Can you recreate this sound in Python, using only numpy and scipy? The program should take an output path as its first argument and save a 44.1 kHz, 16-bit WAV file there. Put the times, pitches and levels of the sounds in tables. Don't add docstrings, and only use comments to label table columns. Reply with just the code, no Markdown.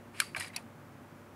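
import sys
import numpy as np
from scipy import signal
from scipy.fft import rfft, irfft
from scipy.io import wavfile
from scipy.ndimage import uniform_filter1d

SR = 44100
rng = np.random.default_rng(int(sys.argv[2]) if len(sys.argv) > 2 else 0)


def voltage_ratio(level):
    return 10 ** (np.asarray(level, float) / 20)


def wrap_up_sound(samples):
    columns = np.atleast_2d(samples).T
    tamed = np.clip(columns, -1, 1)
    steps = np.round(tamed * 32767).astype(np.int16)
    wavfile.write(sys.argv[1], SR, steps)


N = 59535

# (time [s], strength [dB], middle colour [dB], treble colour [dB], contact length [ms])
LATCH_BLOWS = [
    (0.2007, -30, 5.5, 8, 0.52),
    (0.202, -28, 8, 7.5, 0.67),
    (0.2054, -35, -6, 1, 0.69),
]
# (frequency [Hz], level [dB], time to fade by 60 dB [s])
FLAP_TONES = [(1030, -7.5, 0.026), (1690, -16, 0.042), (1965, 6, 0.013), (2316, 7, 0.023),
              (2715, 4.5, .012), (4097, 0, 0.0222), (4760, 2.5, 0.012), (5330, -6, 0.016),
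              (6730, -5, 0.0068), (8040, -0.5, 0.0071), (8930, 1, 0.0075), (9780, 0.5, 0.01),
              (10500, -3.5, 0.0087), (12200, -29, .008)]


def evened(x):
    return x / np.sqrt(np.mean(x ** 2) + 1e-20)


def read(points, hz):
    f, value = np.transpose(points)
    return np.interp(np.log(hz + 1), np.log(f + 1), value)


def add(mix, s, sound):
    part = mix[round(s * SR):][:len(sound)]
    part += sound[:len(part)]


def drift(size):
    smooth = uniform_filter1d(rng.standard_normal(N), size)
    return evened(uniform_filter1d(smooth, size))


def air():
    # (frequency [Hz], level [dB per Hz])
    air_spectrum = [(32, -51), (60, -9.5), (250, -3.5), (600, -8), (1200, -9.5), (2200, -17.5), (4000, -29),
                    (15000, -33.5)]
    frames, hz = N // 256 + 5, np.fft.rfftfreq(1024, 1 / SR)
    a, b, patches = rng.standard_normal((frames, 513, 3)).T
    patches = uniform_filter1d(patches, 12, 0)
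    patches = evened(uniform_filter1d(patches, 10, 1))
    level_db = read(air_spectrum, hz)[:, None] + 0.6 * np.tanh(patches)
    z = (a + 1j * b) * voltage_ratio(level_db) * (hz < 15700)[:, None]
    hiss = signal.istft(z, nperseg=1024, noverlap=768)[1][:N]
    return voltage_ratio(-55.5) * evened(hiss)


def hum():
    # (frequency [Hz], level [dB rms])
    hum_tones = [(100.1, -59), (579.8, -63.5), (434.7, -72), (348.2, -70)]
    t, out = np.arange(N) / SR, np.zeros(N)
    for hz, db in hum_tones:
        waver_db = 0.5 * drift(size=2500)
        out += voltage_ratio(db + waver_db) * np.sin(2 * np.pi * (hz * t + rng.random()))
    return out


def fan():
    # (frequency [Hz], width [Hz], level [dB rms])
    fan_drones = [(137.8, 26, -62.5), (173.3, 9.4, -66), (232.2, 14.2, -60.5), (273, 30.4, -65),
                  (351.4, 16, -67.5)]
    fine, out = np.fft.rfftfreq(N, 1 / SR), np.zeros(N)
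    for hz, width, db in fan_drones:
        bell = np.exp(-((fine - hz) / width) ** 2)
        out += voltage_ratio(db) * evened(irfft(rfft(rng.standard_normal(N)) * bell, N))
    return out


def desk(x):
    t = np.arange(6000) / SR
    echoes = rng.choice([-1., 1.], 6000) * (rng.random(6000) < .1)
    tail = echoes * voltage_ratio(-60 * t / 0.082) * (t > .002)
    return voltage_ratio(-20) * signal.oaconvolve(x, tail / np.linalg.norm(tail))[:N]


def case(x, low_hz):
    low = signal.butter(4, low_hz, "highpass", fs=SR, output="sos")
    high = signal.butter(5, 12550, fs=SR, output="sos")
    return signal.sosfilt(np.vstack([low, high]), x)


def spring():
    spring_hz, pawl_hz = 4580, 3240
    out, t = np.zeros(N), np.arange(6600) / SR
    wobble = np.cumsum(30 * drift(size=120)[:6600]) / SR
    pair = np.sin(2 * np.pi * (spring_hz * t + wobble)) + .6 * np.sin(2 * np.pi * (spring_hz + 62) * t)
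    shake_db = 5.6 * np.tanh(drift(size=150)[:6600])
    pawl_ring = voltage_ratio(-56 - shake_db - 60 * t / 0.24) * np.sin(2 * np.pi * pawl_hz * t)
    spring_ring = voltage_ratio(-51 + shake_db - 60 * t / .45) * pair * np.sqrt(1 - t / t[-1])
    start_s = LATCH_BLOWS[2][0]
    add(out, start_s, pawl_ring)
    add(out, start_s, spring_ring)
    return out


def slips(per_s, spread_db):
    strength = voltage_ratio(spread_db * np.minimum(rng.exponential(1, N), 4))
    return strength * (rng.random(N) < per_s / SR) * rng.choice([-1., 1.], N)


def friction():
    # (time [s], pressure [dB], treble colour [dB])
    creep = [
        (.135, -71, -3),
        (0.149, -54, -13),
        (0.167, -57, -2.5),
        (.198, -46, -6),
        (.21, -42.5, -2),
        (.245, -54, 2),
        (0.289, -60, -1),
        (.33, -77, 6),
    ]
    # (time [s], pressure [dB], treble colour [dB])
    rattle = [
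        (.346, -71, 7),
        (.359, -59, -11),
        (.367, -42.5, -8),
        (.393, -51, -0.5),
        (.412, -48.5, 2),
        (0.448, -49, -3.5),
        (.485, -59.5, 1.5),
        (.505, -60.5, -11),
        (.524, -71, -6),
    ]
    # (time [s], pressure [dB], treble colour [dB])
    slide = [
        (.527, -72, -4),
        (0.536, -53, -8.5),
        (.555, -56.5, -12),
        (.572, -47, -37),
        (0.587, -57, -4),
        (.63, -83, 11.5),
    ]
    s, db, high_db = np.transpose(np.vstack([creep, rattle, slide]))
    t, out = np.arange(N) / SR, np.zeros(N)
    level_db, treble_db = np.interp(t, s, db, -120, -120), np.interp(t, s, high_db)
    ticks = evened(slips(per_s=2500, spread_db=2.5))
    for hz, tone_db, t60 in FLAP_TONES:
        flicker_db = 1.8 * drift(size=130)
        rub = evened(slips(per_s=12000, spread_db=2) * voltage_ratio(flicker_db))
        ring = voltage_ratio(-60 * t[:800] / (t60 * .27)) * np.sin(2 * np.pi * hz * t[:800])
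        treble = np.clip(np.log2(hz / 2800) / 0.53, 0, 1)
        tick_share = treble * .25
        push = np.sqrt(1 - tick_share) * rub + np.sqrt(tick_share) * ticks
        push = push * voltage_ratio(level_db + tone_db - 9.5 + treble * treble_db)
        out += signal.oaconvolve(push, ring / np.linalg.norm(ring))[:N]
    return out


def knocks():
    # (time [s], strength [dB], pitch [Hz], time to fade by 60 dB [s], rise
    lone_rings = [(.2183, -24.5, 1350, 0.017, 0.96), (.2215, -35, 1180, 0.047, 0.58),
                  (.2012, -17, 2320, 0.026, 2.45), (.2012, -20, 3125, 0.021, 3), (.224, -39, 1900, .02, 3),
                  (0.17, -41, 2600, .015, 3), (.3695, -35, 2600, .025, 3.7), (0.2, -40, 2900, .02, 3.1),
                  (0.22, -33, 1145, 0.035, 1.2), (.3485, -36, 1110, 0.045, 1.2),
                  (.364, -41, 1200, 0.057, 0.89), (.3625, -42.5, 745, 0.12, 1.5),
                  (.366, -43.5, 625, .1, 1.2), (.369, -40.5, 915, 0.041, 1.2),
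                  (.350, -39, 1276, 0.025, 0.86), (.40, -49, 740, 0.11, 2), (.44, -46.5, 760, 0.088, 2),
                  (.42, -50, 540, 0.066, 2), (.3635, -31, 1580, 0.033, 2.5),
                  (.3625, -28, 2310, 0.035, 3.5), (.4145, -32.5, 1900, .03, 1.8),
                  (0.5, -39, 2050, .03, 4.6), (0.28, -44, 2200, 0.017, 3), (.398, -35.5, 5100, 0.023, 5),
                  (.379, -41, 4100, 0.041, 5), (.445, -38, 2300, .04, 3.5), (.462, -41, 5000, 0.022, 3.5),
                  (.544, -42.5, 3900, 0.045, 6.3), (0.47, -47, 3900, 0.025, 5.5),
                  (.372, -44, 98.1, 0.22, 0.96), (0.48, -58, 1600, 0.02, 5.9),
                  (.3473, -29, 2300, 0.016, 1.3), (.3475, -29.5, 2630, 0.012, 1.6),
                  (.3478, -33.5, 1700, 0.025, 1.1), (.2008, -18.5, 1602, 0.02, 0.86),
                  (.5785, -37.5, 2550, 0.02, 2.8), (.563, -42, 1010, 0.039, 0.91),
                  (.5635, -44, 760, 0.045, 1.2), (.578, -44.5, 700, 0.071, 1.5),
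                  (.585, -46, 900, 0.052, 1.4), (.5627, -27, 2540, 0.021, 2.7),
                  (.571, -41, 3100, 0.021, 4)]
    out, t = np.zeros(N), np.arange(4000) / SR
    for s, db, hz, t60, rise in lone_rings:
        swell = 1 - np.exp(-(t * hz / rise) ** 2)
        add(out, s, voltage_ratio(db - 60 * t / t60) * swell * np.sin(2 * np.pi * hz * t))
    return out


def struck(tones, burst, mid_db, high_db, detune, crack_db):
    t = np.arange(2500) / SR
    hz, db, t60 = np.transpose(tones)[:, :, None]
    colour_db = read([(2800, 0), (4300, mid_db), (8500, high_db)], hz)
    rings = voltage_ratio(-60 * t / t60) * np.sin(2 * np.pi * hz * detune[:, None] * t)
    rings = signal.fftconvolve(rings, burst[None], axes=1)
    rings = rings / np.linalg.norm(rings, axis=1, keepdims=True)
    rings = rings * voltage_ratio(db + colour_db) / np.linalg.norm(voltage_ratio(db))
    edges = signal.butter(4, [1500, 12000], "bandpass", fs=SR, output="sos")
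    crack = signal.sosfilt(edges, np.pad(burst, (0, len(t) - 1)))
    return rings.sum(0) + voltage_ratio(crack_db + min(mid_db, high_db, 0)) * crack


def hits(blows, tones, detune, crack_db):
    out, t = np.zeros(N), np.arange(1200) / SR
    for s, db, mid_db, high_db, ms in blows:
        u = t * 1000 / max(ms, .2)
        burst = rng.standard_normal(1200) * u * np.exp(-u ** 1.45)
        burst = burst / np.linalg.norm(burst)
        pitch = 1 + detune * rng.standard_normal(len(tones))
        add(out, s, voltage_ratio(db) * 9.68 * struck(tones, burst, mid_db, high_db, pitch, crack_db))
    return out


def latch():
    # (frequency [Hz], level [dB], time to fade by 60 dB [s])
    latch_tones = [(1330, -24, 0.0121), (1890, -1.5, 0.008), (6540, -13, 0.0091), (2410, -7, 0.02),
                   (3130, -10, 0.021), (3720, -11.5, 0.018), (4260, -7.5, 0.013), (4590, -11.5, 0.0098),
                   (5180, -9.5, 0.016), (7800, -5, 0.0045), (8770, -4, 0.007), (9280, -2, 0.0063),
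                   (10400, -14, 0.012), (12400, -11.5, 0.0078)]
    return case(hits(LATCH_BLOWS, latch_tones, detune=0, crack_db=-29), low_hz=1250)


def settle():
    # (time [s], strength [dB], middle colour [dB], treble colour [dB], contact length [ms])
    settle_blows = [
        (.5618, -25, -4.5, -4, 2.2),
        (.5662, -31.5, -13, -4.5, 2.1),
        (.5735, -50.5, -6, -9, 1.7),
        (.5785, -46.5, -5, -16, 2.3),
    ]
    # (frequency [Hz], level [dB], time to fade by 60 dB [s])
    settle_tones = [(1340, -12, 0.018), (2270, -3.5, 0.012), (6000, -12, 0.012), (3700, -34, .008),
                    (4480, 0, 0.013), (4720, 4.5, 0.011), (5630, 3, 0.01), (6500, -11, .006),
                    (7600, -3.5, .006), (8970, -5.5, 0.0055), (9730, 0.5, 0.0034), (10830, -1, 0.0055),
                    (11300, -24, .006), (12900, -27, .005)]
    return case(hits(settle_blows, settle_tones, detune=0, crack_db=-14), low_hz=1950)


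def flap():
    # (time [s], strength [dB], middle colour [dB], treble colour [dB], contact length [ms])
    flap_blows = [(.3472, -36, -15, -21, 2.1), (.3622, -37.5, 2.5, -10, 1.7), (.366, -39.5, -2.5, 2.5, 1.5),
                  (.370, -36.5, -8, -10, 1.1), (.377, -44, 7.5, 1, 4.6), (.3845, -47, 1, -9, 3.),
                  (.3975, -46.5, -6, 15, 1.45), (.4005, -46, 4, 15.5, 1.2), (.402, -42.5, 11, -12, 2.8),
                  (.405, -44, -1, -14, 1.5), (.4082, -30, -30, -3, 0.54), (.4105, -39.5, -15, -14, 1),
                  (.4215, -40.5, 8, -17, 3), (.429, -41.5, 2, -17, 5.1), (.444, -40, 3, -28, 3.2),
                  (.461, -67, -1, 0, 4.), (.471, -45.5, -8, -3, 2.2), (.479, -48, 4, 4, 2.4)]
    slaps = hits(flap_blows, FLAP_TONES, detune=0.024, crack_db=-13.5)
    return case(slaps + friction(), low_hz=850)


def scene():
    room = air() + hum() + fan()
    clock = spring() + knocks() + latch() + settle() + flap()
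    return (room + desk(clock) + clock)[None]


def low_pass(x):
    return signal.sosfilt(signal.butter(12, 16360, fs=SR, output="sos"), x)


def record(dry):
    edge = signal.firwin(511, 16400, window=("kaiser", 9), fs=SR)
    mix = signal.oaconvolve(dry, edge[None], "same")
    return low_pass(mix)


dry = scene()
out = record(dry)
wrap_up_sound(out)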